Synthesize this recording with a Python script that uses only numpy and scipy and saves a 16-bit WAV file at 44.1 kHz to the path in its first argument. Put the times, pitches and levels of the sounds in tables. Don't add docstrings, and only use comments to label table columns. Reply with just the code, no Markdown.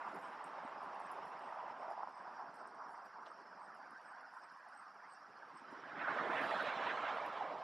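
import sys
import numpy as np
from scipy import signal
from scipy.fft import rfft, irfft, next_fast_len
from scipy.io import wavfile
from scipy.ndimage import map_coordinates

SR = 44100
rng = np.random.default_rng(int(sys.argv[2]) if len(sys.argv) > 2 else 0)


def dump(signal):
    limited = np.clip(np.atleast_2d(signal).T, -1, 1)
    pcm = np.round(limited * 32767).astype(np.int16)
    wavfile.write(sys.argv[1], SR, pcm)


N = 336527
T = np.arange(N) / SR

# t/s, peak level/dB, pitch f/Hz
TICKS = [(0.146, -61, 9550), (0.157, -67, 11600), (0.215, -73, 12000), (0.4417, -51, 8550),
         (0.83, -67, 9800), (0.842, -77, 11800), (0.945, -71, 10100), (0.998, -61.5, 10160),
         (1.095, -78, 10600), (1.1153, -55, 10740), (1.2539, -69, 10650), (1.28, -74, 10900),
         (1.3916, -72, 10100), (1.503, -75, 10400), (1.549, -78, 10000), (1.908, -75, 9750),
         (2.0925, -74, 10900), (2.3935, -76, 11500), (2.5425, -68, 9780), (2.672, -63.5, 8550),
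         (2.7471, -73, 8400), (2.9197, -69, 9550), (3.053, -72, 12200), (3.7468, -71, 10400),
         (3.908, -64, 10300), (4.013, -75, 10200), (4.2117, -72, 9950), (4.3316, -77, 9520),
         (4.3685, -75, 8420), (4.519, -74, 9780), (4.571, -77, 9650), (4.6856, -69, 9700),
         (4.748, -69, 8330), (4.945, -77, 9800), (5.639, -79, 10500), (5.7089, -79, 9430),
         (6.435, -60, 11600), (6.6257, -61, 11200), (7.2618, -60, 11400)]


def undb(db):
    return 10 ** (np.asarray(db) / 20)


def unit(x):
    return x / np.sqrt(np.mean(x ** 2))


def bell(x, half):
    return np.exp(-(x / half) ** 2)


def pan(x, db):
    return np.array([x * undb(db / 2), x * undb(-db / 2)])


def noise(colour, band=(20, 20000)):
    size = next_fast_len(N)
    f = np.fft.rfftfreq(size, 1 / SR)
    hz, db = np.transpose(colour)
    gain = undb(np.interp(np.log(f + 1), np.log(hz), db))
    inside = (f > band[0]) & (f < band[1])
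    gain /= np.sqrt(np.mean(gain ** 2 * inside))
    return irfft(rfft(rng.standard_normal(size)) * gain)[:N]


def walk(t, rate):
    knots = rng.standard_normal(4096)
    return unit(map_coordinates(knots, [t * rate + 8 * rng.random()], order=2, mode="wrap"))


def ring(x, hz, width_hz):
    b, a = signal.iirpeak(hz, hz / width_hz, fs=SR)
    return signal.lfilter(b, a, signal.lfilter(b, a, x))


def uneven(x, flutter_db, patchy_db, shade_db=None):
    frame, hop = 512, 128
    throb_db = 1.9
    f, t, cells = signal.stft(x, SR, nperseg=frame, noverlap=frame - hop)

    low = np.interp(f, [350, 600], [1, 0])
    throb = throb_db * np.outer(low, walk(t, 28))
    flutter = flutter_db * np.outer(1 - low, walk(t, 45))

    place = np.meshgrid(f / 210, t * 48, indexing="ij")
    patches = map_coordinates(rng.standard_normal((128, 512)), place, order=2, mode="wrap")
    db = throb + flutter + patchy_db * unit(patches)
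    if shade_db is not None:
        db = db + shade_db(f, t)
    return signal.istft(cells * undb(db), SR, nperseg=frame, noverlap=frame - hop)[1][:N]


def passing_db(t):
    # peak of the unscreened curve t/s,
    # its level/dB, time to fall by 6 dB t/s, loss behind the trees' edge/dB, further loss deeper in/(dB/s)
    passing_parts = [(5.97, -56, 1.6, 5, 22), (7.06, -44.5, 2.8, 10.5, 18.5), (6.23, -45, 1.0, 6.5, 28),
                     (6.68, -55, 0.6861, 7, 0)]
    clears_trees_s, edge_s = 6.027, 0.029
    screened = .5 - .5 * np.tanh((t - clears_trees_s) / (2 * edge_s))
    depth_s = np.maximum(clears_trees_s - t, 0)
    levels = []
    for s, db, fall, edge, deeper in passing_parts:
        open_db = db - 20 * np.log10(2) * ((t - s) / fall) ** 2
        levels.append(open_db - edge * screened - deeper * depth_s)
    return levels


def leaving_db(t):
    # level at the start/dB,
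    # fade with distance/(dB/s) (negative rises), goes behind the trees t/s, further fade there/(dB/s)
    leaving_parts = [(-63.5, 2.5, 3.7, 12), (-50.5, -0.5, 1.86, 8), (-55.5, 3, 3.05, 13.5),
                     (-68.5, 1, 1.44, 7)]
    return [db - fade * t - further * np.maximum(t - hidden, 0)
            for db, fade, hidden, further in leaving_parts]


def swell_db(f, t):
    # t/s, half length t/s, centre f/Hz, gain/dB, reach above and below/octaves
    swells = [(0.03, 0.058, 1400, 3, .9), (0.18, 0.028, 250, 7, 0.8), (0.42, .04, 210, -5, .7),
              (1.07, .025, 900, -5, .45), (1.1, .035, 2750, 5, .25), (1.573, 0.038, 1100, 5, .5),
              (1.89, 0.055, 700, 7, 0.3), (1.96, .014, 900, -5, 1), (2.0, .02, 200, -9, .9),
              (2.02, .03, 820, 4.5, .55), (2.125, 0.06, 1000, -3.5, 2.8), (2.4, 0.024, 337, 11, 0.24),
              (2.43, .05, 1100, 2.5, .7), (2.485, .022, 200, 7, .7), (2.6, .7, 520, -3, .25),
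              (2.7, 0.024, 800, -4.5, 1.2), (2.83, 0.05, 1080, 8, 0.45), (2.925, .035, 780, 8.5, .3),
              (3.0, 0.08, 1200, 4.5, 0.5), (3.055, .02, 180, 7, .9), (3.12, 0.03, 834, -6, 0.68),
              (3.203, 0.05, 1000, 6, 0.6), (3.22, .03, 350, 8, .5), (3.615, 0.04, 830, 8, 0.38),
              (3.91, .025, 220, 6, .9), (4.1, .25, 1600, 2, .4), (4.22, 0.05, 720, 6, .35),
              (4.297, 0.021, 910, -8, 0.69), (4.47, .028, 150, 5, .9), (4.54, .07, 700, -5, .35),
              (5.6, .04, 680, -6, .4), (5.77, .06, 290, 4, .35), (5.998, 0.032, 2570, 7, 0.71),
              (6.075, 0.04, 1410, 5, 0.75), (6.157, 0.018, 1200, -4, .9), (6.197, 0.038, 1360, 4, 0.46),
              (6.256, 0.053, 3000, -3.5, 1.1), (6.29, .035, 320, 4.5, .35), (6.385, 0.04, 2300, 7, 0.38),
              (6.5, .022, 280, 6, .45), (6.53, .02, 680, 5, .3), (6.56, 0.14, 3800, 5.5, 0.5),
              (6.575, 0.035, 2330, -7, 0.33), (6.593, 0.019, 1380, 4.5, 0.42), (6.87, .025, 200, 5, .5),
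              (6.889, 0.035, 2450, 6, 1), (7.1, .07, 4300, 3.5, .8), (7.145, 0.05, 1250, 3.5, 0.45),
              (7.39, .05, 3600, 3, .6), (7.484, 0.019, 560, 5, 0.33), (7.55, 0.1, 1900, -3.5, .7),
              (7.61, .045, 700, -4.5, 1.8)]
    total = 0
    for s, half, hz, db, octaves in swells:
        across_pitch = bell(np.log2((f + 1) / hz), octaves)
        total = total + db * np.outer(across_pitch, bell(t - s, half))
    return total


def vehicle(parts_db, colour, flutter_db, patchy_db):
    source = noise(colour)
    f, power = signal.welch(source, SR, nperseg=4096)
    bands = [(120, 450), (550, 1150), (1200, 2000), (2200, 4200)]  # Hz, one per part
    own_db = [10 * np.log10(power[(f > lo) & (f < hi)].sum() * f[1]) for lo, hi in bands]

    def shade_db(f, t):
        place = np.interp(f, [340, 600, 950, 1400, 1700, 2500], [0, 1, 1, 2, 2, 3])
        total = swell_db(f, t)
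        for k, (db, own) in enumerate(zip(parts_db(t), own_db)):
            share = np.maximum(1 - np.abs(place - k), 0)
            total = total + np.outer(share, db - own)
        return total

    return uneven(source, flutter_db, patchy_db, shade_db)


def leaving_vehicle():
    # f/Hz, relative level/dB
    leaving_colour = [(30, -57), (65, -39.5), (120, -30), (190, -18), (470, -12.5), (660, -2.5), (930, 2),
                      (1200, 0), (1700, -6.5), (2300, -16.5), (3200, -24), (4500, -35), (8000, -46),
                      (12000, -58)]
    return pan(vehicle(leaving_db, leaving_colour, flutter_db=1.0, patchy_db=2.0), -1.8)


def passing_vehicle():
    # f/Hz, relative level/dB
    passing_colour = [(30, -34), (68, -38.5), (134, -14.5), (270, -7), (440, -7.5), (660, -3), (1120, -4),
                      (1680, -5.5), (1930, -9.5), (2180, -9.5), (2480, -13), (3200, -16.5), (3750, -20),
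                      (4400, -27.5), (4740, -31), (6300, -38.5), (8000, -44.5), (9600, -52), (12000, -65.5),
                      (16500, -87)]
    passing = vehicle(passing_db, passing_colour, flutter_db=0.7, patchy_db=2.9)
    side_db = np.interp(T, [5.6, 6.3, 7.6], [-3.2, -4.2, -2.6])
    tread = ring(passing, 2800, 2400)
    return pan(passing - tread, side_db) + pan(tread, side_db - 1.0)


def far_stream():
    # f/Hz, relative level/dB
    stream_colour = [(30, -50), (65, -48), (120, -29), (180, -17), (300, -16.5), (470, -17), (600, -10),
                     (730, -2.5), (1200, 0), (1600, -2), (2200, -19), (3000, -26), (4000, -38), (8000, -52)]
    # t/s, level/dB
    stream_level = [(3.0, -62), (3.8, -58), (5.6, -59)]
    source = noise(stream_colour, band=(700, 1900))
    stream = uneven(source, flutter_db=0.05, patchy_db=3.5, shade_db=swell_db)
    times, level_db = np.transpose(stream_level)
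    return pan(stream * undb(np.interp(T, times, level_db)), -2.1)


def knocks(table, t60, width, tail_db, tail_t60, snap=0):
    out, t = np.zeros(N + SR), T[:SR // 4]
    body = np.exp(-np.log(1000) * t / t60)
    tail = undb(tail_db) * np.exp(-np.log(1000) * t / tail_t60)
    for s, db, hz in table:
        push = rng.standard_normal(len(t)) * (body + tail) + snap * (t == 0)
        burst = ring(push, hz, width * hz)
        start = int(s * SR)
        out[start:start + len(t)] += undb(db) * burst / np.abs(burst).max()
    return out[:N]


def road_thuds():
    # t/s, peak level before the low-pass/dB, pitch f/Hz
    blows = [(0.648, -49, 264), (0.677, -37, 940), (0.729, -44, 895), (0.862, -40, 1070), (1.002, -41, 900),
             (1.189, -35, 870), (1.882, -37, 680), (1.912, -36.5, 760), (1.977, -37, 744),
             (2.010, -43, 915), (2.032, -33, 900), (2.073, -36, 920), (2.084, -38.5, 890),
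             (2.277, -43, 840), (2.655, -42, 1050), (4.337, -45, 1270), (5.725, -46, 280),
             (5.837, -37, 1400), (6.295, -38, 303), (6.539, -28.5, 690), (6.7, -35, 950)]
    sharp = knocks(blows, t60=0.016, width=0.52, tail_db=-22, tail_t60=0.12, snap=16)
    dull = signal.sosfilt(signal.butter(4, 1650, fs=SR, output="sos"), sharp)
    return pan(dull, -1.3)


def bird():
    # t/s, level before the overall trim/dB, half length t/s
    peeps = [(0.25, -74, .035), (0.66, -78.5, .035), (1.04, -75, .035), (1.455, -75, 0.037),
             (1.81, -80, 0.034), (2.175, -77, .05), (2.58, -77, 0.044), (2.97, -82.5, 0.04),
             (3.297, -76, .024), (3.638, -73.5, 0.038), (4.08, -72, .036), (4.44, -78, .035),
             (4.79, -71, 0.037), (5.125, -69, 0.028), (5.575, -72, 0.028)]
    pitch_hz, scatter_hz, waver_hz = 8240, 35, 70
    ragged_db, rasp_db, trim_db = 5.0, -10, -5.0
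    swell = sum(undb(level) * bell(T - s, half) for s, level, half in peeps)
    offsets = rng.standard_normal(len(peeps))
    centre_hz = pitch_hz + scatter_hz * np.interp(T, [s for s, _, _ in peeps], offsets)
    tone_hz = centre_hz + waver_hz * walk(T, 400)
    core = unit(np.sin(2 * np.pi * np.cumsum(tone_hz) / SR))
    rasp = undb(rasp_db) * unit(ring(rng.standard_normal(N), pitch_hz - 60, 750))
    voice = unit((core + rasp) * undb(ragged_db * walk(T, 160)))
    return undb(trim_db) * swell * voice


def litter_ticks():
    return knocks(TICKS, t60=0.011, width=0.094, tail_db=-18.5, tail_t60=0.18)


def twig_crack():
    # t/s, peak level/dB, pitch f/Hz
    cracks = [(3.256, -61, 3630), (3.263, -57.5, 3100), (3.267, -62, 4950)]
    return knocks(cracks, t60=0.036, width=0.46, tail_db=-8, tail_t60=0.14)


def litter_rustle():
    # resonance f/Hz, relative level/dB
    leaf_rings = [(7200, 0.5), (7900, -4), (8700, -4), (9500, -1.5), (10200, -1.5), (10900, -6),
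                  (11700, -6.5), (12600, -12)]
    # t/s, half length t/s, level/dB
    shuffle_times = [(0.18, 0.19, -83.5), (0.837, 0.027, -87), (1.27, 0.044, -82), (1.92, 0.027, -87),
                     (2.566, 0.022, -84), (2.907, .05, -88), (3.058, 0.03, -85.5), (4.367, 0.034, -85),
                     (3.75, .1, -97), (4.65, 0.16, -97), (5.73, .025, -86), (6.474, 0.15, -75.5),
                     (7.153, .03, -83)]
    cracks_per_s, grain_db = 2800, 2.1
    rustle_db, rustle_swing_db, rustle_rate = -99.5, 2.5, 25
    settle_db, settle_s = -22.5, 0.026

    cracks = 0
    for hz, db in leaf_rings:
        strikes = rng.random(N) < cracks_per_s / len(leaf_rings) / SR
        size = np.minimum(rng.exponential(size=N), 5)
        pushes = strikes * rng.standard_normal(N) * undb(grain_db * size)
        cracks = cracks + undb(db) * ring(pushes, hz, 650)
    rustle = unit(uneven(cracks, flutter_db=1.6, patchy_db=3.4))

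    restless = undb(rustle_db + rustle_swing_db * walk(T, rustle_rate))
    shuffles = sum(undb(db) * bell(T - s, half) for s, half, db in shuffle_times)
    settling = sum(undb(db + settle_db) * (T > s) * np.exp(-np.abs(T - s) / settle_s)
                   for s, db, _ in TICKS)
    return rustle * np.sqrt(restless ** 2 + shuffles ** 2 + settling ** 2)


def trunks(x, db, t60):
    t = T[:SR // 2]
    tails = rng.standard_normal((2, len(t))) * undb(-60 * t / t60)
    tails /= np.sqrt(np.sum(tails ** 2, axis=1, keepdims=True))
    return undb(db) * signal.fftconvolve(x, tails, axes=1)[:, :N]


def hiss_and_whine():
    # f/Hz, relative level/dB
    hiss_colour = [(2500, -33.5), (3900, -8), (4500, 1.5), (5200, 7), (5750, 2.5), (6150, -14.5),
                   (8000, -16.5), (11000, -22.5), (12700, -45), (14000, -51)]
    hiss_db, whine_db = -78.5, -91.0
    whine_hz, pulse_hz, first_s = 6478, 12.59, .052
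    hiss = uneven(noise(hiss_colour), flutter_db=1.2, patchy_db=3.4)
    tone = np.sin(2 * np.pi * whine_hz * T + 1.0 * walk(T, 90))
    pulses = np.cos(np.pi * pulse_hz * (T - first_s)) ** 6
    return pan(undb(hiss_db) * hiss + undb(whine_db) * tone * pulses, -1.7)


def scene():
    traffic = leaving_vehicle() + passing_vehicle() + far_stream() + road_thuds()
    near = litter_ticks() + twig_crack() + bird() + litter_rustle()
    traffic_echo = trunks(traffic, db=-21.5, t60=0.13)
    near_echo = trunks(near[None], db=-17.5, t60=0.21)
    return traffic + traffic_echo + pan(near, -.1) + near_echo + hiss_and_whine()


def record(dry):
    return signal.sosfilt(signal.ellip(8, .2, 70, 13500, fs=SR, output="sos"), dry)


dry = scene()
out = record(dry)
dump(out)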